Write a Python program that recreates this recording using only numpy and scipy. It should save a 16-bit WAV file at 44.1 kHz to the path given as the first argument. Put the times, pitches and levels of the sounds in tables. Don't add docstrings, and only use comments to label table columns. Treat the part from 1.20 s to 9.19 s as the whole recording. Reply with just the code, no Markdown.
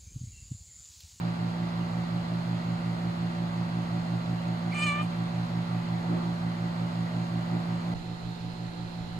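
import sys
import numpy as np
from scipy import signal
from scipy.io import wavfile
from scipy.ndimage import uniform_filter1d

SR = 44100
rng = np.random.default_rng(int(sys.argv[2]) if len(sys.argv) > 2 else 0)


def int16_out(signal):
    q = np.round(np.clip(np.atleast_2d(signal).T, -1, 1) * 32767)
    wavfile.write(sys.argv[1], SR, q.astype(np.int16))


N = 352342

# t/s, pitch f/Hz, effort level/dB, mouth opening/0-1
MEW_CURVE = [(3.525, 598, -48, .6), (3.55, 593, -37.5, 0.87), (3.6, 593, -33, 0.98), (3.635, 602, -28, 1),
             (3.654, 613, -33.5, .95), (3.668, 592.6, -28, .9), (3.705, 581.7, -30, .75),
             (3.76, 591, -34, .25), (3.815, 606, -37, 0), (3.83, 605, -47, 0.92), (3.87, 600, -54, 0.68)]
# f/Hz, width/Hz, level/dB, exponent with which each follows the mouth
FORMANTS = [(600, 350, -15, -3), (1170, 420, -0.5, -2.5), (2286, 440, 2, 0.9), (3060, 330, -10, 0.1),
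            (3850, 500, -21, 4), (5500, 570, -39, 0.8), (6580, 420, -24, 1.2), (7830, 720, -26.5, 1),
            (9200, 770, -42, .6)]
# t/s, f/Hz, level/dB
SQUEAK_CURVE = [(3.49, 1950, -56), (3.515, 2135, -50), (3.525, 2320, -37), (3.535, 2145, -38),
                (3.545, 2370, -46)]
# t/s, half-width/s, level/dB
BREATH_PUFFS = [(3.53, .012, -69), (3.835, .016, -64)]
# delay/ms, factor at the left port, factor at the right port
BOX_ECHOES = [(.6, .45, -.45), (1.05, -.4, .4), (2.3, .15, .12)]
# t/s, shaft f/Hz, throb f/Hz
MOTOR_SPEED = [
    [(0, 57.197, 5.573), (2.5, 57.168, 5.567), (5, 57.14, 5.578), (6.74, 57.119, 5.595)],
    [(6.74, 57.157, 5.65), (8, 57.157, 5.65)],
]
# shaft order, throb sideband, then for each position level/dB, left-right/dB, left lead/rad
DRONE_LINES = [(2, 0, -41.2, -2.4, 0.1, -46.1, -3.9, -0.0), (2, 1, -40.4, -2.2, 0.1, -46.6, -3.7, 0.1),
               (2, 2, -62.8, -2.1, 0.1, -75.0, -2.7, 2.0), (3, -1, -56.9, -2.0, 0.0, -58.5, -2.5, -0.0),
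               (3, 0, -32.0, -2.4, 0.1, -38.8, -2.4, 0.2), (3, 1, -46.9, -2.3, 0.1, -52.4, -2.0, 0.3),
               (4, 0, -52.4, -3.2, 0.0, -55.9, -1.2, 0.3), (4, 2, -46.8, -0.9, 0.0, -56.8, 2.6, -0.0),
               (5, 0, -56.9, 0.0, -0.9, -62.8, -3.7, 0.9), (5, 1, -55.6, 1.5, -0.0, -58.4, -5.0, -0.9),
               (5, 2, -56.3, -3.8, -0.7, -55.8, -2.4, -0.3), (6, 0, -52.1, 0.1, 1.0, -59.2, -2.8, 2.2),
               (6, 1, -58.7, 13.1, 0.9, -64.5, -3.4, -2.7), (6, 3, -55.1, 0.2, 2.8, -56.1, -21.2, -1.3),
               (8, 0, -61.8, 15.8, -2.0, -66.8, -10.4, -0.6), (10, 0, -56.4, -5.7, -0.1, -65.2, 3.7, -1.6),
               (11, 0, -59.0, 0.5, 0.1, -68.7, 3.4, -1.9), (12, 0, -61.9, 2.3, -1.1, -66.7, -0.5, 1.2),
               (13, 0, -51.8, -2.8, 1.5, -54.4, -4.2, 1.0), (13, 1, -59.2, -6.2, 1.2, -66.6, -1.2, 0.6),
               (14, 0, -59.4, -3.8, -2.5, -72.2, -7.1, -0.5), (15, 0, -55.9, 5.6, -1.4, -56.9, -20.1, 1.3),
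               (16, 0, -54.0, -3.7, 2.1, -62.9, -4.0, 0.7), (17, 0, -60.2, 2.9, 0.5, -61.5, -13.8, -2.4),
               (18, 0, -60.1, -8.0, 2.1, -67.3, 8.0, 0.5), (20, 0, -60.8, -0.6, 0.6, -70.5, -0.6, 2.5),
               (21, -1, -63.4, -1.4, 2.8, -73.2, -2.7, -0.8), (21, 0, -62.6, -0.3, -1.9, -74.1, -3.8, -1.0),
               (22, 0, -61.7, 8.2, -2.8, -73.2, -9.8, 2.6)]
# t/s, half-width/s, added level/dB in a wide and a narrow band
BRIEF_SWELLS = [(4.965, 0.055, -5, 1), (6.356, 0.039, -12, -6)]
# f/Hz, typical level/dB of one shaft order at each position
RATTLE_SPECTRUM = [(1300, -64, -75), (1470, -67, -76), (2040, -71.5, -75), (3700, -79, -81.5),
                   (4130, -68, -66.5), (4860, -76, -87)]
# f/Hz, base level/dB per Hz at each position, left-right/dB at each position, port likeness/0-1
FAN_SPECTRUM = [(25, -84.5, -71, 2, -2, .5), (60, -76.5, -81, -3, -2, 1), (121, -64.5, -68.5, -3.5, -3, 1),
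                (198, -72, -81, -6.5, -2.5, 0.93), (280, -72, -77.5, 6.5, -5, 0.54),
                (454, -76, -76.5, -6.5, -3.5, 0.5), (780, -73, -82, -2, -2, 0.5),
                (1240, -76.5, -81.5, -2, -1, 0.35), (1680, -79.5, -85.5, 0, -6, 0.69),
                (2065, -84, -90, 1.5, -6, 0.51), (3130, -89, -91, -6.5, -7, 0.25),
                (4140, -86, -89, -6, -15, 0.82), (5800, -99, -100, -4, -4, 0.21),
                (6780, -97, -100.5, -5, -12, 0.85), (8440, -106, -108, 4.5, 6, 0.82),
                (12200, -110, -113, 1, -1, 1), (13100, -114, -117, -2, 0, .99),
                (16000, -123, -126, 2, 0, .99)]
# f/Hz, lead/rad
FAN_LEAD = [
    [(0, 0), (600, .1), (1210, 4.1), (1640, 3.4), (2070, .5), (2930, -.2), (3700, -3.6), (4130, -1.9),
     (4390, -7.2), (4740, -11.4), (5250, -11.7), (6460, -6.3)],
    [(0, 0), (600, 0), (1290, 3), (1550, 2.8), (2500, 5.9), (3100, 7), (3960, 9.8), (4220, 15.4),
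     (4480, 16.2), (4820, 19.1), (5080, 18.4), (6980, 25.1)],
]
# f/Hz, half-width/Hz, level/dB
RUSH_COLOUR = [(2002, 67, 4), (2800, 56, 2), (444, 27, -3.5), (56, 8, 3.5), (145, 10, -3), (410, 20, -3)]
# t/s, level/dB
HAND_BUMPS = [(6.77, -42), (7.04, -46), (7.26, -49), (7.49, -52), (7.645, -50), (7.835, -47), (7.97, -49)]

THROAT_SHUT, THROAT_OPEN = .97, 1.036
TILT_SHUT_DB, TILT_OPEN_DB = -4.5, 4
CLEAR_DB, ROUGH_PER_DB, ROUGH_MOST = -32, .025, .16
GRAIN, BREAKUP_DB = .03, 2.5
THROB_START = -.38, .05
BEAT_HZ, BEAT_DB = .638, -8
BEAT_TOP_S = 1.315, 7.2
GRIP_DB, BUMP_S = -62, .035
CUT_S, FADE_OUT_S, FADE_IN_S = 6.7408, .0006, .008


def mew(t):
    hz, effort_db, opening = along(MEW_CURVE, t)
    mouth = THROAT_SHUT + (THROAT_OPEN - THROAT_SHUT) * opening
    tilt_db = TILT_SHUT_DB + (TILT_OPEN_DB - TILT_SHUT_DB) * opening
    rough = np.clip(ROUGH_PER_DB * (CLEAR_DB - effort_db), 0, ROUGH_MOST)
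    phase = phase_of(hz * (1 + .0056 * wander(len(t), 150)))
    voice, power = 0, 0
    for k in range(1, 21):
        weight = sum(gain_of(db) / (1 + (2 * (k * hz - f * mouth ** follow) / width) ** 2)
                     for f, width, db, follow in FORMANTS)
        weight *= gain_of(tilt_db * np.log2(k / 3))
        hoarse = (rough + GRAIN) * np.sqrt(k) + .003 * k ** 2
        flutter = 1 + hoarse * wander(len(t), 45, 45)
        breakup = gain_of(BREAKUP_DB * min(k / 6, 1) * wander(len(t), 900, 900))
        voice += weight * flutter * breakup * np.cos(k * phase + 2 * np.pi * rng.random())
        power += weight ** 2 / 2
    return gain_of(effort_db) * fade_ends(MEW_CURVE, t, fade_s=.021) * voice / np.sqrt(power)


def squeak(t):
    hz, db = along(SQUEAK_CURVE, t)
    phase = phase_of(hz * (1 + .039 * wander(len(t), 80)))
    whistle = np.cos(phase) + .19 * np.cos(2 * phase)
    return gain_of(db) * fade_ends(SQUEAK_CURVE, t, fade_s=.006) * whistle


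def cat_in_box():
    t = np.arange(3.4, 4.2, 1 / SR)
    breath = sum(gain_of(db) * bell(t, s, width) for s, width, db in BREATH_PUFFS)
    call = mew(t) + squeak(t) + breath * noise_band(len(t), 8000, 11500)
    dulled = signal.sosfilt(butter(5000, "low"), call)
    echoes = sum(np.outer(ports, np.interp(t - ms / 1000, t, dulled)) for ms, *ports in BOX_ECHOES)
    room = rng.standard_normal((2, 6000)) * gain_of(-60 * np.arange(6000) / SR / .25)
    room /= np.linalg.norm(room, axis=1, keepdims=True)
    reverb = signal.fftconvolve(dulled[None], room, axes=1)[:, :len(t)]
    direct = gain_of([[-.6], [.6]]) * call
    out, start = np.zeros((2, N)), round(t[0] * SR)
    out[:, start:start + len(t)] = direct + echoes + gain_of(-14) * reverb
    return out


def compressor(t, position):
    shaft_hz, throb_hz = along(MOTOR_SPEED[position], t)
    shaft = phase_of(shaft_hz)
    throb = phase_of(throb_hz) + 2 * np.pi * THROB_START[position]
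    steady = motor_drone(t, shaft, throb, position) + valve_rattle(shaft, position)
    steady += fan_rush(shaft, position)
    wide = signal.sosfiltfilt(butter([140, 1400], "band"), steady)
    narrow = signal.sosfiltfilt(butter([265, 380], "band"), steady)
    return steady + sum(bell(t, s, width) * (gain_of(wide_db) * wide + gain_of(narrow_db) * narrow)
                        for s, width, wide_db, narrow_db in BRIEF_SWELLS)


def motor_drone(t, shaft, throb, position):
    out, start_phase = np.zeros((2, len(t))), 2 * np.pi * rng.random(100)
    beat = 1 + gain_of(BEAT_DB) * np.exp(-2j * np.pi * BEAT_HZ * (t - BEAT_TOP_S[position]))
    for order, sideband, *heard in DRONE_LINES:
        order, sideband = round(order), round(sideband)
        db, pan_db, lead = heard[3 * position:][:3]
        phase = order * shaft + sideband * throb + start_phase[order]
        tone = np.sqrt(2) * gain_of(db) * np.exp(1j * np.array([phase + lead / 2, phase - lead / 2]))
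        if (order, sideband) == (2, 1):
            tone *= beat
        left_share = 1 / (1 + gain_of(-2 * pan_db))
        out += np.sqrt([[2 * left_share], [2 - 2 * left_share]]) * tone.real
    return out


def valve_rattle(shaft, position):
    shaft_hz = MOTOR_SPEED[position][0][1]
    shaken = shaft + .0082 * wander(len(shaft), 4000)
    out = 0
    for order in range(23, 88):
        db = read(RATTLE_SPECTRUM, order * shaft_hz, 1 + position) + 2.5 * rng.standard_normal((2, 1))
        out += np.sqrt(2) * gain_of(db) * np.cos(order * shaken + 2 * np.pi * rng.random((2, 1)))
    return out


def fan_rush(shaft, position):
    frames, hz = len(shaft) // 512 + 5, np.fft.rfftfreq(2048, 1 / SR)
    noise = rng.standard_normal((frames, len(hz), 5)).T
    left, unshared = noise[0] + 1j * noise[1], noise[2] + 1j * noise[3]
    flicker_db = 1.15 * unit_power(uniform_filter1d(uniform_filter1d(noise[4], 12, axis=0), 6, axis=1))
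    likeness = np.clip(read(FAN_SPECTRUM, hz, column=5), 0, 1)[:, None]
    lag = np.exp(-1j * read(FAN_LEAD[position], hz, column=1))[:, None]
    right = likeness * left * lag + np.sqrt(1 - likeness ** 2) * unshared
    pan = gain_of(read(FAN_SPECTRUM, hz, column=3 + position) / 2)[:, None]
    colour_db = read(FAN_SPECTRUM, hz, column=1 + position)
    colour_db += sum(db * bell(hz, f, width) for f, width, db in RUSH_COLOUR)
    spectra = np.array([left * pan, right / pan]) * gain_of(colour_db[:, None] + flicker_db)
    _, air = signal.istft(spectra, SR, nperseg=2048, noverlap=1536, scaling="psd")
    air = air[:, 1024:1024 + len(shaft)]
    strokes = .04 * np.cos(shaft) + .067 * np.cos(2 * shaft) + .08 * np.cos(4 * shaft)
    return air + strokes * signal.sosfilt(butter(600, "high"), air)


def handling_rumble(t):
    level = gain_of(GRIP_DB) + sum(gain_of(db) * bell(t, s, BUMP_S) for s, db in HAND_BUMPS)
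    return level * noise_band((2, len(t)), 25, 80)


def gain_of(db):
    return 10 ** (np.asarray(db) / 20)


def phase_of(hz):
    return 2 * np.pi * np.cumsum(hz) / SR


def unit_power(x):
    return x / np.sqrt(np.mean(x ** 2) + 1e-20)


def read(table, hz, column):
    columns = np.transpose(table)
    return np.interp(np.log(hz + 1), np.log(columns[0] + 1), columns[column])


def along(curve, t):
    times, *columns = np.transpose(curve)
    return [np.interp(t, times, column) for column in columns]


def fade_ends(curve, t, fade_s):
    return np.clip(np.minimum(t - curve[0][0], curve[-1][0] - t) / fade_s, 0, 1)


def bell(x, centre, half_width):
    return np.exp(-.5 * ((x - centre) / half_width) ** 2)


def butter(hz, kind):
    return signal.butter(2, hz, kind, fs=SR, output="sos")


def noise_band(shape, low_hz, high_hz):
    return unit_power(signal.sosfilt(butter([low_hz, high_hz], "band"), rng.standard_normal(shape)))


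def wander(n, *spans):
    x = rng.standard_normal(n)
    for span in spans:
        x = uniform_filter1d(x, span)
    return unit_power(x)


def scene():
    early, late = np.split(np.arange(N) / SR, [round(CUT_S * SR)])
    second = compressor(late, position=1) + handling_rumble(late)
    second *= np.clip((late - CUT_S) / FADE_IN_S, 0, 1)
    first = compressor(early, position=0) * np.clip((CUT_S - early) / FADE_OUT_S, 0, 1)
    return np.hstack([first, second]) + cat_in_box()


def record(dry):
    lowpass = signal.firwin(1023, cutoff=15725, window=("kaiser", 9), fs=SR)
    return signal.oaconvolve(dry, lowpass[None], "same") - .0007


dry = scene()
out = record(dry)
int16_out(out)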